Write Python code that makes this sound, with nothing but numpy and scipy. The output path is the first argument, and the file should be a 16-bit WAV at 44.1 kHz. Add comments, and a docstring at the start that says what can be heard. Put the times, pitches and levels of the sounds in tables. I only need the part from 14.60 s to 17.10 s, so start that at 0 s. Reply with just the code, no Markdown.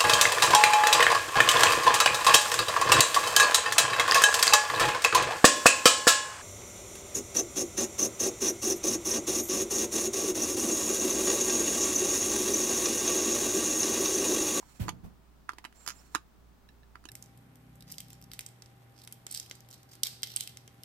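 """A finger works the reel of a video cassette close to the microphone in a small, quiet room.
First the hand rubs faintly and bumps something hollow, and the reel's hub knocks in its plastic shell.
After a second the hub rattles, slips over the teeth of its lock and gives its loudest knock.
Near the end the reel's sprung catch pings three times among a few lighter knocks.
Mains hum and room noise lie underneath all the way through."""
import sys
import numpy as np
from scipy import signal
from scipy.fft import rfft, irfft, next_fast_len
from scipy.io import wavfile
from scipy.ndimage import uniform_filter1d

SR = 44100
rng = np.random.default_rng(int(sys.argv[2]) if len(sys.argv) > 2 else 0)


def master(y):
    """Save y as 16-bit WAV."""
    cut = np.clip(np.atleast_2d(y).T, -1, 1)
    pcm = np.round(cut * 32767)  # scale
    wavfile.write(sys.argv[1], SR, pcm.astype(np.int16))


N = 110250  # 2.5 seconds


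def cassette():
    """The hub knocks in the shell and its teeth snap the lock spring. Every hit makes the shell ring."""
    # Hub hits. Each row: start in seconds, knock in dB, clack in dB, clack pitch in Hz,
    # bite (the hub's own higher note) in dB, crack in dB.
    hits = [(0.0286, -30, -7.5, 880, -22, -51), (0.2824, 4, 10, 1166, 0, -10.5),
            (0.289, 1.5, 9.5, 845, -2, -14.5), (0.2917, -13, -5, 1320, 7, -2),
            (0.8922, -9, 13, 1310, 7, -11), (0.9017, -29, -24, 1450, -27, -30),
            (0.9187, -19, -19, 1400, -25, -26), (0.9337, -10, -7.5, 1150, -32, -23),
            (.9844, -12, -9, 880, -1, -15.5), (1.0422, -26, -3, 1140, -9, -17),
            (1.0504, -5.5, -4, 880, 5, -11), (1.056, -36, -4.5, 1400, -4, -21),
            (1.126, -30, -20, 1400, -19, -29.5), (1.5494, 4, 17.5, 1176, 9, 4.5),
            (1.556, 6, 14.5, 1440, -2, -5), (2.3558, -13.5, -2, 1316, -6, -27.5),
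            (2.4403, -20, -14, 1350, -25, -27.5), (2.4539, -4.5, -11.5, 1100, -25, -13)]
    # Teeth slipping past the lock in a quick run of snaps that speeds up and fades.
    # Each row: start in seconds, clack in dB, snap in dB.
    teeth = [(1.2638, -2, -6), (1.2762, 2, 7), (1.2872, 0, 1), (1.2957, -3, -4), (1.3034, -1, -5),
             (1.3105, -11, -14), (1.3195, -12, -19)]
    # Notes of the shell and spring. Each row: pitch in Hz, gain in dB, seconds to fade by 60 dB.
    shell_notes = [(888, -2.5, 0.083), (1086, -5, 0.063), (1220, -3.5, 0.11), (1461, -32.5, 0.27),
                   (1450, -18, 0.12), (1710, -8.5, 0.17), (1774, -3.5, 0.029), (2350, -45, 0.15),
                   (3280, -10, 0.025)]
    spring_notes = [(5640, -20, 0.071), (5540, -19, .1), (5640, -3, .1), (6300, -12, 0.1),
                    (6405, -17, 0.092), (6860, 6, 0.1), (6550, -1, .09)]
    # Tone of the clacks, cracks and snaps. 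Each row: frequency in Hz, gain in dB.
    clack_tone = [(100, -26.5), (580, -11.5), (850, 2.5), (2300, 0), (3200, 11.5), (6000, 30), (16000, -23)]
    crack_tone = [(300, -25.5), (700, -17), (1100, -9.5), (2400, -0.5), (3700, -3.5), (6300, -3),
                  (8400, -10.5), (10000, -6.5), (12500, -12.5), (16000, -24)]
    snap_tone = [(500, -18), (2200, -6.5), (3800, -13.5), (5400, -2), (7000, -5), (8700, -17),
                 (10200, -9.5), (12000, -10), (16000, -22)]
    knock, clack, crack, snap = np.zeros((4, N))
    bite = ping(hz=2090, t60=0.009)
    for start, knock_db, clack_db, hz, bite_db, crack_db in hits:
        add(knock, start, amp(knock_db) * ping(hz=319, t60=0.025))
        add(clack, start, amp(clack_db) * ping(hz, t60=0.0075) - amp(bite_db) * bite)
        add(crack, start, amp(crack_db) * burst(t60=0.0091))
    tooth = ping(hz=1320, t60=0.0075) - amp(0.5) * bite
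    for start, clack_db, snap_db in teeth:
        add(clack, start, amp(clack_db) * tooth)
        add(snap, start, amp(snap_db) * burst(t60=0.0074))
    spring = ring(colour(snap, snap_tone), spring_notes)
    blows = knock + colour(clack, clack_tone) + colour(crack, crack_tone) + spring
    return ring(blows, shell_notes)


def graze(hits):
    """The parts graze each other just before they strike, so a faint scrape swells into each hit."""
    t = np.arange(N // 200) / SR
    shape = np.exp(-t / 0.0019)
    scrape = amp(-12.5) * unit_energy(shape) * rng.standard_normal(len(t))
    return hits + convolve(hits[::-1], scrape)[::-1]  # backwards, so the scrape comes first


def catch():
    """The reel's sprung catch pings with its own short notes, brighter when flicked harder."""
    # Each row: start in seconds, level in dB, brightness in dB per octave.
    flicks = [(2.089, -11.5, -2), (2.232, -14.5, -7), (2.488, -2.5, 0.5)]
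    # Notes of the catch. Each row: pitch in Hz, level in dB, seconds to fade by 60 dB.
    notes = [(1730, 4, 0.042), (2710, -5.5, 0.014), (3910, 2, 0.022), (5500, -5.5, 0.015),
             (7340, -10.5, .02), (9460, -8, 0.0076), (13100, -13, 0.011)]
    out = np.zeros(N)
    for start, db, brightness in flicks:
        for hz, note_db, t60 in notes:
            octaves_up = np.log2(hz / notes[0][0])
            add(out, start, amp(db + note_db + brightness * octaves_up) * ping(hz, t60))
    return out


def bump(t):
    """The hand bumps something hollow: a soft thud whose pitch sinks as it swells."""
    start_s, peak_s, rise_s, fall_s = 0.197, 0.218, 0.012, 0.005
    start_hz, end_hz, sink_s = 360, 66, 0.008
    age = np.maximum(t - start_s, 0)
    hz = end_hz + (start_hz - end_hz) * np.exp(-age / sink_s)
    shape = np.exp(-np.maximum((peak_s - t) / rise_s, (t - peak_s) / fall_s))
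    return amp(-21) * shape * np.sin(2 * np.pi * np.cumsum(hz * (age > 0)) / SR)


def scuffs(t):
    """Each scuff of the hand hisses briefly and leaves a hollow rumble."""
    # Each row: start and rise in seconds, rumble in dB, its fade in seconds,
    # hiss in dB, its fade in seconds. One fade time lowers the level to about a third.
    strokes = [(0.195, 0.028, -35.5, 0.096, -41, 0.025), (0.434, 0.017, -42.5, 0.034, -57, 0.025)]
    # Tone of the rumble and the hiss. Each row: frequency in Hz, gain in dB.
    rumble_tone = [(25, -17), (60, -11.5), (100, -2), (140, -6), (185, -2), (240, -11.5), (350, -19.5),
                   (550, -26.5), (1000, -28), (3000, -53.5)]
    hiss_tone = [(200, 1), (700, 3), (1500, 0.5), (2600, 0), (5000, -6), (9000, -7.5), (15000, -6.5)]
    rumble_level = hiss_level = 0
    for start, rise, rumble_db, rumble_fade, hiss_db, hiss_fade in strokes:
        swell = np.sqrt(np.clip((t - start) / rise, 0, 1))
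        after = np.maximum(t - start - rise, 0)
        rumble_level += amp(rumble_db) * swell * np.exp(-after / rumble_fade)
        hiss_level += amp(hiss_db) * swell * np.exp(-after / hiss_fade)
    rumble = rumble_level * noise(rumble_tone)
    hiss = hiss_level * amp(0.97 * wander(360)) * noise(hiss_tone)
    return sides(left_db=-3) * rumble + sides(left_db=-6) * hiss


def rubbing(t):
    """Skin slides faintly and unevenly as the hand swings round, and now and then squeaks."""
    # Each row: start in seconds, end in seconds, level in dB.
    slides = [(-.05, 0.288, -60), (1.147, 1.401, -59.5), (1.402, 1.568, -62.5)]
    # Tone of sliding skin. Each row: frequency in Hz, gain in dB.
    skin_tone = [(200, -4.5), (900, 5), (1500, 3), (3000, -3.5), (3800, -5.5), (4350, 1.5), (4900, -8.5),
                 (5600, 2), (6500, -3.5), (7350, 6), (8100, -4.5), (9000, -1.5), (10500, -8), (16000, -9)]
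    # Each row: start and length in seconds, first and last pitch in Hz, level in dB.
    squeaks = [(1.147, 0.15, 7450, 7400, -56), (1.351, 0.047, 7750, 7250, -56),
               (1.381, 0.029, 5200, 5800, -57.5)]
    edge_s, wobble_hz = 0.021, 214
    level = 0
    for start, end, db in slides:
        level += amp(db) * np.clip(np.minimum(t - start, end - t) / edge_s + 0.5, 0, 1)
    out = level * amp(1.8 * wander(68.37)) * noise(skin_tone, alike=0.14)
    for start, length, from_hz, to_hz, db in squeaks:
        progress = np.clip((t - start) / length, 0, 1)
        hz = from_hz + (to_hz - from_hz) * progress + wobble_hz * wander(820)
        out += amp(db) * np.sin(np.pi * progress) * np.sin(2 * np.pi * np.cumsum(hz) / SR)
    return sides(left_db=-9) * out


def left_side(x):
    """The microphone's left side hears the cassette slightly early, and duller because it faces away."""
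    # Each row: frequency in Hz, how far the left side is ahead in radians.
    head_start = [(100, 0.24), (500, .6), (1100, 1.9), (2000, 1.3), (4000, 2.44), (8000, 3), (16000, 7.4)]
    # Each row: frequency in Hz, gain on the left in dB.
    shade = [(100, -5), (1000, -8), (2500, -10.5), (6000, -13), (10000, -17), (15000, -23)]
    hz = np.arange(N + 1) * SR / (2 * N)
    turn = np.interp(hz, *np.array(head_start).T)
    early = irfft(rfft(x, 2 * N) * np.exp(1j * turn))[:N]
    return colour(early, shade)


def room(x):
    """The sound arrives directly, then echoes briefly off nearby surfaces and the carpeted room."""
    # Tone of the echoes, and their extra dulling on the left. Each row: frequency in Hz, gain in dB.
    echo_tone = [(100, -1), (500, -4), (1300, -5.5), (3000, 0), (6000, -2.5), (10000, -4.5), (16000, -6)]
    left_tone = [(100, -2), (1500, -3), (6000, -6), (10000, -10), (15000, -16)]
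    near_db, near_t60, room_db, room_t60, gap_s = -6.5, 0.063, -13, 0.13, 0.0012
    t = np.arange(N // 5) / SR
    echoes = 0
    for db, t60 in ((near_db, near_t60), (room_db, room_t60)):
        shape = fade(t, t60) * np.clip(t / gap_s - 1, 0, 1)
        echoes += amp(db) * unit_energy(shape) * rng.standard_normal((2, len(t)))
    direct = np.array([left_side(x), x])
    reflected = colour(np.array([colour(x, left_tone), x]), echo_tone)
    return direct + convolve(reflected, echoes)


def mains_hum(t):
    """The mains hums on three low notes whose level wavers."""
    # Each row: pitch in Hz, level in dB relative to the overall hum.
    notes = [(59.4, 1), (118.8, -13.5), (398, -17.5)]
    # Each row: time in seconds, overall hum level in dB.
    levels = [(0, -63.5), (.6, -60.5), (.74, -59.5), (.9, -63.5), (1.6, -61), (1.73, -70), (1.83, -57.5),
              (1.98, -62.5), (2.3, -59), (2.5, -62)]
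    hum = sum(amp(db) * np.sqrt(2) * np.sin(2 * np.pi * (hz * t + rng.random())) for hz, db in notes)
    level_db = np.interp(t, *np.array(levels).T) + 0.5 * wander(12)
    return sides(left_db=-4) * hum * amp(level_db)


def room_noise():
    """The quiet room gives a steady, low rush."""
    # Each row: frequency in Hz, gain in dB.
    air_tone = [(25, -10.5), (45, -9), (70, -15), (95, -15), (200, -12.5), (300, -17.5), (500, -25.5),
                (700, -23), (1300, -26.5), (2200, -34), (5000, -38.5), (9500, -43), (11000, -45.5),
                (15000, -40)]
    return amp(-61.5) * noise(air_tone, alike=0.2)


def ping(hz, t60):
    """One quickly dying vibration, with a gain of 1 at its pitch."""
    t = np.arange(N // 32) / SR
    shape = (1 - np.exp(-t / 0.00035)) * fade(t, t60)
    return 2 * shape * np.sin(2 * np.pi * hz * t) / shape.sum()


def burst(t60):
    """A few milliseconds of noise, standing for many high vibrations at once."""
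    t = np.arange(N // 32) / SR
    shape = (1 - np.exp(-t / 0.0009)) * fade(t, t60)
    return unit_energy(shape * rng.standard_normal(len(t)))


def ring(blow, notes):
    """A blow plus the notes that it leaves ringing."""
    t = np.arange(N // 8) / SR
    ringing = 0
    for hz, db, t60 in notes:
        strength = amp(db) * 2 * np.log(1000) / (t60 * SR)
        ringing += strength * fade(t, t60) * np.sin(2 * np.pi * hz * t)
    return blow + convolve(blow, ringing)


def colour(x, tone):
    """Shape the tone of a sound along a curve of (Hz, dB) points."""
    tone_hz, tone_db = np.array(tone, float).T
    size = next_fast_len(2 * x.shape[-1] + 4096) * 2
    hz = np.maximum(np.arange(size // 2 + 1) * SR / size, 1)
    gain = amp(np.interp(np.log(hz), np.log(tone_hz), tone_db))
    # Fold the filter forward in time, so nothing sounds ahead of a hit.
    folded = irfft(np.log(gain))
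    folded[1:size // 2] *= 2
    folded[size // 2 + 1:] = 0
    return irfft(rfft(x, size) * np.exp(rfft(folded)))[..., :x.shape[-1]]


def noise(tone, alike=0.0):
    """Stereo noise of strength 1; alike, from 0 to 1, is how much the two sides share."""
    separate = np.sqrt(1 - alike) * rng.standard_normal((2, N))
    shared = np.sqrt(alike) * rng.standard_normal(N)
    x = colour(separate + shared, tone)
    return x / x.std()


def wander(rate):
    """A smooth random drift of size about 1, with rate new values a second."""
    hold = max(int(SR / rate), 1)
    steps = np.repeat(rng.standard_normal(N // hold + 1), hold)
    drift = uniform_filter1d(uniform_filter1d(steps, hold), hold)[:N]
    return drift / drift.std()


def amp(db):
    return 10 ** (np.asarray(db) / 20)


def sides(left_db):
    return np.array([[amp(left_db)], [1]])


def fade(t, t60):
    """Die away by 60 dB every t60 seconds."""
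    return np.exp(-np.log(1000) * t / t60)


def unit_energy(x):
    return x / np.sqrt(np.sum(x ** 2))


def convolve(x, response):
    return signal.fftconvolve(x, response, axes=-1)[..., :N]


def add(out, start_s, x):
    first = max(int(start_s * SR), 0)
    out[first:first + len(x)] += x[:max(N - first, 0)]


def scene():
    """The cassette in its room, the moving hand and the background, in stereo."""
    t = np.arange(N) / SR
    reel = room(graze(cassette()) + catch())
    thud = sides(left_db=-5) * np.array([bump(t - 0.0015), bump(t)])  # later and weaker on the left
    return reel + thud + scuffs(t) + rubbing(t) + mains_hum(t) + room_noise()


def record(dry):
    """Cut the highest treble, above 16000 Hz."""
    return signal.sosfilt(signal.ellip(10, 0.2, 80, 16000, fs=SR, output="sos"), dry)


dry = scene()
out = record(dry)
master(out)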